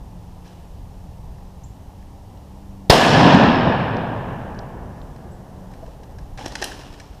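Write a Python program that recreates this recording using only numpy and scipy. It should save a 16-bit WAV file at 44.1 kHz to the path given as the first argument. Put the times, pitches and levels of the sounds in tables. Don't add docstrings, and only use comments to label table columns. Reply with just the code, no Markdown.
import sys
import numpy as np
from scipy import signal
from scipy.fft import rfft, irfft, next_fast_len
from scipy.io import wavfile
from scipy.ndimage import uniform_filter1d, map_coordinates

SR = 44100
rng = np.random.default_rng(int(sys.argv[2]) if len(sys.argv) > 2 else 0)


def invert_db(x):
    u = np.asarray(x, float) / 20
    return 10 ** u


def digitize_waveform(pressure):
    field = np.atleast_2d(pressure).T
    bounded = np.clip(field, -1, 1)
    quanta = np.round(bounded * 32767).astype(np.int16)
    wavfile.write(sys.argv[1], SR, quanta)


N = 317520
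SHOT_S = 2.8988


def unit(x):
    return x / np.sqrt(np.mean(x ** 2) + 1e-20)


def along(points, hz):
    f, v = np.transpose(points)
    return np.interp(np.log(hz + 1), np.log(f + 1), v)


def curves(rows, outside=None):
    s, *columns = np.transpose(rows)
    return [np.interp(np.arange(N) / SR, s, column, outside, outside) for column in columns]


def wobble(rate):
    knots = rng.standard_normal(int(N * rate / SR) + 4)
    return map_coordinates(knots, [np.arange(N) * rate / SR])


def filtered(x, response):
    m = next_fast_len(N + SR // 2)
    return irfft(rfft(x, m) * response(np.fft.rfftfreq(m, 1 / SR)), m)[..., :N]


def resonances(modes):
    def response(f):
        total = 0
        for k, (centre, width, db) in enumerate(modes):
            total = total + (-1) ** k * invert_db(db) * 1j * f * width / (centre * centre - f * f + 1j * f * width)
        return total
    return response


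def rush(spectrum, source=None):
    noise = rng.standard_normal(N) if source is None else source
    return unit(filtered(noise, lambda hz: invert_db(along(spectrum, hz))))


def background():
    # (time [s], level [dB])
    wind = [(0, -37.5), (.55, -41), (1.2, -39.5), (2.35, -41), (2.85, -39.5), (5.3, -39.5), (6, -41.5),
            (6.35, -37.5), (6.75, -40.5), (7.2, -40)]
    # (frequency [Hz], level [dB per Hz])
    rumble = [(12, -37.5), (20, 3.5), (69, 1.5), (140, -5.5), (188, -11), (297, -18), (330, -42),
              (430, -50.5), (730, -120)]
    # (frequency [Hz], level [dB per Hz])
    traffic = [(190, -17), (330, -5), (404, -6), (511, -7), (580, -7), (848, -4.5), (1040, -11),
               (1500, -25), (1950, -55), (3300, -120)]
    # (frequency [Hz], level [dB per Hz])
    hiss_colour = [(760, -11), (1300, -10), (1670, 0.5), (1920, -1), (2250, -4), (2910, -1.5), (3430, -4),
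                   (3880, -4.5), (4390, -5.5), (5510, -4.5), (7510, -8.5), (11200, -10.5), (15000, -9.5),
                   (15500, -38.5)]
    # (time [s], firing rate [Hz], 2nd order [dB], 3rd order [dB])
    engine_course = [(0, 88.9, -46, -53), (.6, 89.58, -48, -68.5), (1, 89.2, -51, -57), (1.5, 93, -48, -72),
                     (1.85, 94.1, -50, -55.5), (2.1, 98.1, -53, -52.5), (2.8, 97.64, -40.5, -53),
                     (5, 92.57, -47.5, -69.5), (5.6, 93.15, -43.5, -53.5), (6.2, 93.44, -55, -56),
                     (6.7, 95.6, -51.5, -49), (7.2, 97, -60, -51)]
    # (frequency [Hz], level [dB])
    whine_tones = [(13124, -93.5), (13157, -90.5), (13517, -89)]

    wind_db, = curves(wind)
    firing, second_db, third_db = curves(engine_course)
    turn = 2 * np.pi * np.cumsum(firing * (1 + .005 * wobble(5))) / SR
    engine = invert_db(second_db + 2.2 * wobble(6)) * np.sin(2 * turn)
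    engine += invert_db(third_db + 2 * wobble(5)) * np.sin(3 * turn)
    low = invert_db(wind_db + 1.2659 + 1.2 * wobble(7.3)) * rush(rumble)
    road = invert_db(-50.5 + 0.31 * wobble(9.3)) * rush(traffic)
    whine = np.zeros(N)
    for hz, db in whine_tones:
        whine += invert_db(db + 2.0 + 2.5 * wobble(9.6)) * np.sin(2 * np.pi * hz * np.arange(N) / SR)
    hiss = invert_db(-60.5 + .4 * wobble(3.7)) * rush(hiss_colour)
    return low + road + engine + whine + hiss


def chatter(length, t):
    spikes = rng.standard_normal(len(t)) * invert_db(6 * rng.standard_normal(len(t)))
    spikes /= np.std(spikes[:round(length * SR)])
    spikes[0] = 8
    return spikes * invert_db(-5 * t / length - 60 * np.clip(t - length, 0, None) / 0.0103)


def handling():
    # (time [s], peak [dB], bolt over receiver [dB])
    ticks = [(0.456, -44, -5.5), (0.478, -49.5, 16), (0.5294, -52.5, -1.5), (1.3844, -52, -7.5),
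             (2.025, -48, -9.5), (2.373, -51.5, 9), (5.162, -43.5, -2.5), (5.716, -46, 1.5),
             (5.737, -39.5, -3), (5.8631, -43, -3.5), (6.034, -40.5, 2), (6.186, -37, -3),
             (6.812, -33.5, -0.5), (6.9394, -36.5, -1), (6.9996, -29.5, 0), (7.0547, -47.5, 4.5)]
    # (time [s], peak [dB], bolt over receiver [dB], small parts [dB])
    action = [(6.3756, -33.5, 5, -22), (6.384, -34.5, -14.5, -18.5), (6.408, -39, -0.5, -12),
              (6.432, -40.5, -0.5, -5), (6.447, -38.5, -8.5, -3.5), (6.4572, -28.5, 4, -14),
              (6.461, -19.5, 0.5, -8.5), (6.481, -35.5, 9.5, 8.5), (6.521, -32.5, 8.5, -7.5),
              (6.535, -36.5, 5.5, -6), (6.554, -15.5, 3, -13), (6.617, -24.5, 7.5, -5.5),
              (6.624, -13, -1.5, -10.5), (6.6418, -17.5, 13.5, 6.5), (6.719, -28, -1, -13)]
    # (time [s], peak [dB], pitch [Hz], length [s])
    knocks = [(0.13, -41.5, 830, 0.0055), (5.826, -30, 648, 0.0166), (5.878, -33, 513, 0.0072),
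              (5.997, -36.5, 509, 0.0101), (6.03, -35, 778, 0.0073), (6.39, -24.5, 787, 0.0088),
              (6.412, -30.5, 828, 0.0076), (6.44, -29.5, 294, 0.0103), (6.46, -14.5, 285, 0.00309),
              (6.52, -29.5, 611, 0.0048), (6.5553, -26.5, 899, 0.0053), (6.615, -23, 425, 0.0112),
              (6.624, -16.5, 767, 0.00386)]
    # (frequency [Hz], width [Hz], level [dB])
    body = [(1675, 266, 4.5), (2483, 480, -1)]
    # (frequency [Hz], width [Hz], level [dB])
    steel = [(3030, 740, 2), (4050, 150, 6), (5330, 896, 2.5), (6900, 220, -12)]
    # (frequency [Hz], width [Hz], level [dB])
    sizzle = [(7570, 11000, -1), (12150, 3900, 3)]
    # (time [s], level [dB])
    slides = [
        [(0.42, -70.5), (0.47, -59), (0.51, -63.5), (0.555, -65), (0.66, -69.5)],
        [(5.7, -73.5), (5.95, -64)],
        [(6.375, -45.5), (6.427, -46.5), (6.551, -50.5), (6.635, -43), (6.743, -48), (7.047, -58.5), (7.2, -62)],
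    ]
    # (frequency [Hz], level [dB per Hz])
    scrape = [(150, -26.5), (250, -1), (600, -3.5), (900, -1.5), (1250, -8.5), (1750, -8), (2100, -16.5),
              (2850, -8.5), (3600, -13), (4600, -16.5), (5300, -11.5), (6100, -18.5), (12200, -34),
              (15800, -47)]

    metal = np.zeros((3, N + SR))
    wood = np.zeros(N + SR)
    t = np.arange(SR // 10) / SR
    tick_small_db, parts_db, contact_s = -7, -10.5, 0.00508
    for s, db, lean_db, small_db in [(*row, tick_small_db) for row in ticks] + action:
        share = invert_db(db + parts_db + np.array([-lean_db / 2, lean_db / 2, small_db]))
        metal[:, round(s * SR):][:, :len(t)] += share[:, None] * chatter(contact_s, t)

    for s, db, hz, length in knocks:
        shape = invert_db(-60 * np.clip(t - length, 0, None) / 0.011) * (1 - np.exp(-t / 0.00099))
        ring = np.sin(2 * np.pi * hz * t) * shape
        thud = signal.lfilter(*signal.butter(3, [280, 900], "band", fs=SR), chatter(length, t))
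        wood[round(s * SR):][:len(t)] += invert_db(db - 5.5) * (ring + 3.0 * thud)

    def band(f, low_hz, high_hz):
        return 1 / (1 + (f / high_hz) ** 6) / (1 + (low_hz / (f + 1)) ** 6)

    def parts(f):
        return np.array([invert_db(11.5) * resonances(body)(f) * band(f, 990, 3090),
                         invert_db(5.5) * resonances(steel)(f) * band(f, 1770, 8750),
                         invert_db(-5.0) * resonances(sizzle)(f) * band(f, 5800, 15100)])

    near = filtered(metal[:, :N], parts).sum(axis=0) + wood[:N]
    slide = sum(invert_db(curves(rows, outside=-130)[0]) for rows in slides)
    grit = rng.standard_normal(N) * invert_db(2.6 * wobble(300) + .7 * wobble(40))
    t = np.arange(SR // 2) / SR
    tail = unit(rng.standard_normal(len(t)) * invert_db(-60 * t / .5)) / np.sqrt(len(t))
    echo = invert_db(-7.0) * signal.fftconvolve(near, tail)[:N]
    return near + echo + slide * invert_db(6.5) * rush(scrape, source=grit)


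def bird():
    # (time [s], length [s], start pitch [Hz], end pitch [Hz], level [dB])
    chips = [
        (1.635, 0.0204, 5600, 7670, -44),
        (5.02, .03, 7300, 7700, -61.5),
        (5.311, 0.0366, 7370, 8000, -57),
    ]
    out = np.zeros(N)
    for s, length, low_hz, high_hz, db in chips:
        u = np.arange(round(length * SR)) / (length * SR)
        pitch = high_hz - (high_hz - low_hz) * np.exp(-3.5 * u)
        loudness = invert_db(db - 9.9 * u) * np.sin(np.pi * u) ** .5
        out[round(s * SR):][:len(u)] += loudness * np.sin(2 * np.pi * np.cumsum(pitch) / SR)
    t = np.arange(SR // 8) / SR
    tail = unit(rng.standard_normal(len(t)) * invert_db(-60 * t / 0.39)) / np.sqrt(len(t))
    return out + invert_db(-5.5) * signal.fftconvolve(out, tail)[:N]


def blast():
    # (delay after the shot [s], level [dB], length of the push [s])
    fronts = [
        (0, 27, .00122),
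        (.0021, 26, .00085),
        (.0043, 12, .00025),
    ]
    t = np.arange(N) / SR - SHOT_S
    wave = np.zeros(N)
    for delay, db, phase in fronts:
        u = np.clip(t - delay, 0, None) / phase
        wave -= invert_db(db) * (t >= delay) * (1 - u) * np.exp(-1.15 * u)
    wave *= invert_db(-60 * np.clip(t - .0042, 0, None) / .004)
    pressure = filtered(wave, lambda f: 1 / (1 + 1j * f / 8000))

    lead = np.clip(1 + t / .0022, 0, 1) ** 2
    swell = np.where(t < .0045, lead, invert_db(-60 * (t - .0045) / .02))
    swell *= np.where(t > .004, 2, 1)
    mount = resonances([(4800, 1200, 0), (2800, 1200, -5)])
    rattle = invert_db(-7) * swell * unit(filtered(rng.standard_normal(N), lambda f: mount(f) ** 2))
    early_push = .7 * lead ** 2 * (t < 0)
    recovery = invert_db(-11) * np.sin(np.pi * np.clip((t - .0055) / .011, 0, 1))
    return pressure + rattle - early_push - recovery


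def hump(t, start_db, swell, peak_s, fade):
    return invert_db(2 * (start_db + swell * np.minimum(t, peak_s) - fade * np.clip(t - peak_s, 0, None)))


def woods():
    # (frequency [Hz], level [dB per Hz])
    trunk_colour = [(190, -21), (330, -8), (620, -4.5), (930, -4), (1380, -14), (1720, -8.5), (2020, -19),
                    (2800, -14), (3500, -17.5), (4680, -24), (5250, -19.5), (5950, -29.5), (13000, -51),
                    (15800, -66.5)]
    # (frequency [Hz], extra loss [dB per s of path])
    air_loss = [(500, -4.5), (1500, -3), (3000, 6), (5000, 19.5), (8000, 44), (12000, 78.5), (16000, 117.5)]
    # (frequency [Hz], level [dB per Hz])
    slopes = [(190, -17), (360, 1.5), (520, 2), (850, 0), (1350, -14.5), (1700, -13.5), (2300, -27),
              (4000, -120)]
    # (frequency [Hz], level [dB per Hz])
    near_boom = [(35, -45), (60, -17.5), (100, -8), (150, -1), (200, -1.5), (256, -2), (320, -7.5),
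                 (420, -22), (550, -41.5), (920, -120)]
    # (frequency [Hz], level [dB per Hz])
    far_boom = [(44, -35.5), (75, -7.5), (108, 1.5), (162, -2), (236, -5), (420, -23), (550, -41.5),
                (920, -120)]
    # (time [s], level [dB], half width [s])
    surge_rows = [
        (2.905, -18, .008),
        (3.18, -11.5, 0.0098),
        (3.255, -11.5, 0.0282),
        (3.356, -6.5, 0.0128),
        (3.43, -15.5, .015),
        (3.48, -13, 0.0122),
        (3.67, -18.5, 0.0217),
    ]
    frame = 512
    s = np.arange(N) / SR
    since = np.clip(s - SHOT_S, 0, None)

    scatter = rng.standard_normal(N) * invert_db(1.0 * wobble(300))
    hz, t, z = signal.stft(scatter, SR, nperseg=frame)
    late = np.clip(t - SHOT_S, 0, None) - 0.1997
    path = 0.967 * late / (1 + .08 * late)
    patches = uniform_filter1d(rng.standard_normal(z.shape), size=5, axis=0)
    patches = unit(uniform_filter1d(patches, size=8, axis=1))
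    gain_db = 1 * patches - along(air_loss, hz)[:, None] * path
    dulled = signal.istft(z * invert_db(gain_db), SR, nperseg=frame)[1][:N]
    coloured = filtered(dulled, lambda f: invert_db(along(trunk_colour, f)))
    middle = slice(round(3.0 * SR), round(3.2 * SR))

    near = invert_db(2 * (-9 - 60 * since / 0.34))
    wood = hump(since, -15, 6, 0.4176, 24)
    trunks = np.sqrt(near + wood) * coloured / np.std(coloured[middle])
    far_slopes = invert_db(-35 - 5 * since + 1.5 * wobble(7))
    bank = invert_db(-11.5 - 60 * since / 0.38)
    ground = (far_slopes + bank) * rush(slopes)

    line = hump(since, -21.5, 20, 0.3794, 17)
    line += invert_db(2 * (-27.5 - 8 * since))
    surges = sum(invert_db(2 * db) * np.exp(-((s - at) / width) ** 2) for at, db, width in surge_rows)
    far = np.clip((s - 3.45) / 0.91, 0, 1)
    boom = np.sqrt(1 - far) * rush(near_boom) + np.sqrt(far) * rush(far_boom)
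    heard = np.clip((since - .004) / .004, 0, 1)
    return heard * (trunks + ground + np.sqrt(line + surges) * boom)


def falls():
    # (time [s], peak [dB], pitch [Hz])
    landings = [
        (3.968, -37, 4500),
        (4.548, -52, 4600),
        (4.59, -37, 4500),
        (5.016, -45, 3700),
    ]
    length, width = .0035, .5
    out = np.zeros(N + SR)
    t = np.arange(SR // 10) / SR
    for s, db, hz in landings:
        edges = hz * np.array([1 - width / 2, 1 + width / 2])
        patter = signal.lfilter(*signal.butter(3, edges, "band", fs=SR), chatter(length, t))
        out[round(s * SR):][:len(t)] += invert_db(db + 4.5) * patter
    return out[:N]


def scene():
    return (background() + handling() + bird() + blast() + woods() + falls())[None]


def top_cut(x):
    return signal.sosfilt(signal.butter(12, 15700, fs=SR, output="sos"), x)


def record(dry):
    clipped = np.clip(dry, -1, 1)
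    rolled_off = filtered(clipped, lambda f: 1 / (1 + (f / 15800) ** 12))
    mix = np.clip(rolled_off, -1, 1)
    return top_cut(mix)


dry = scene()
out = record(dry)
digitize_waveform(out)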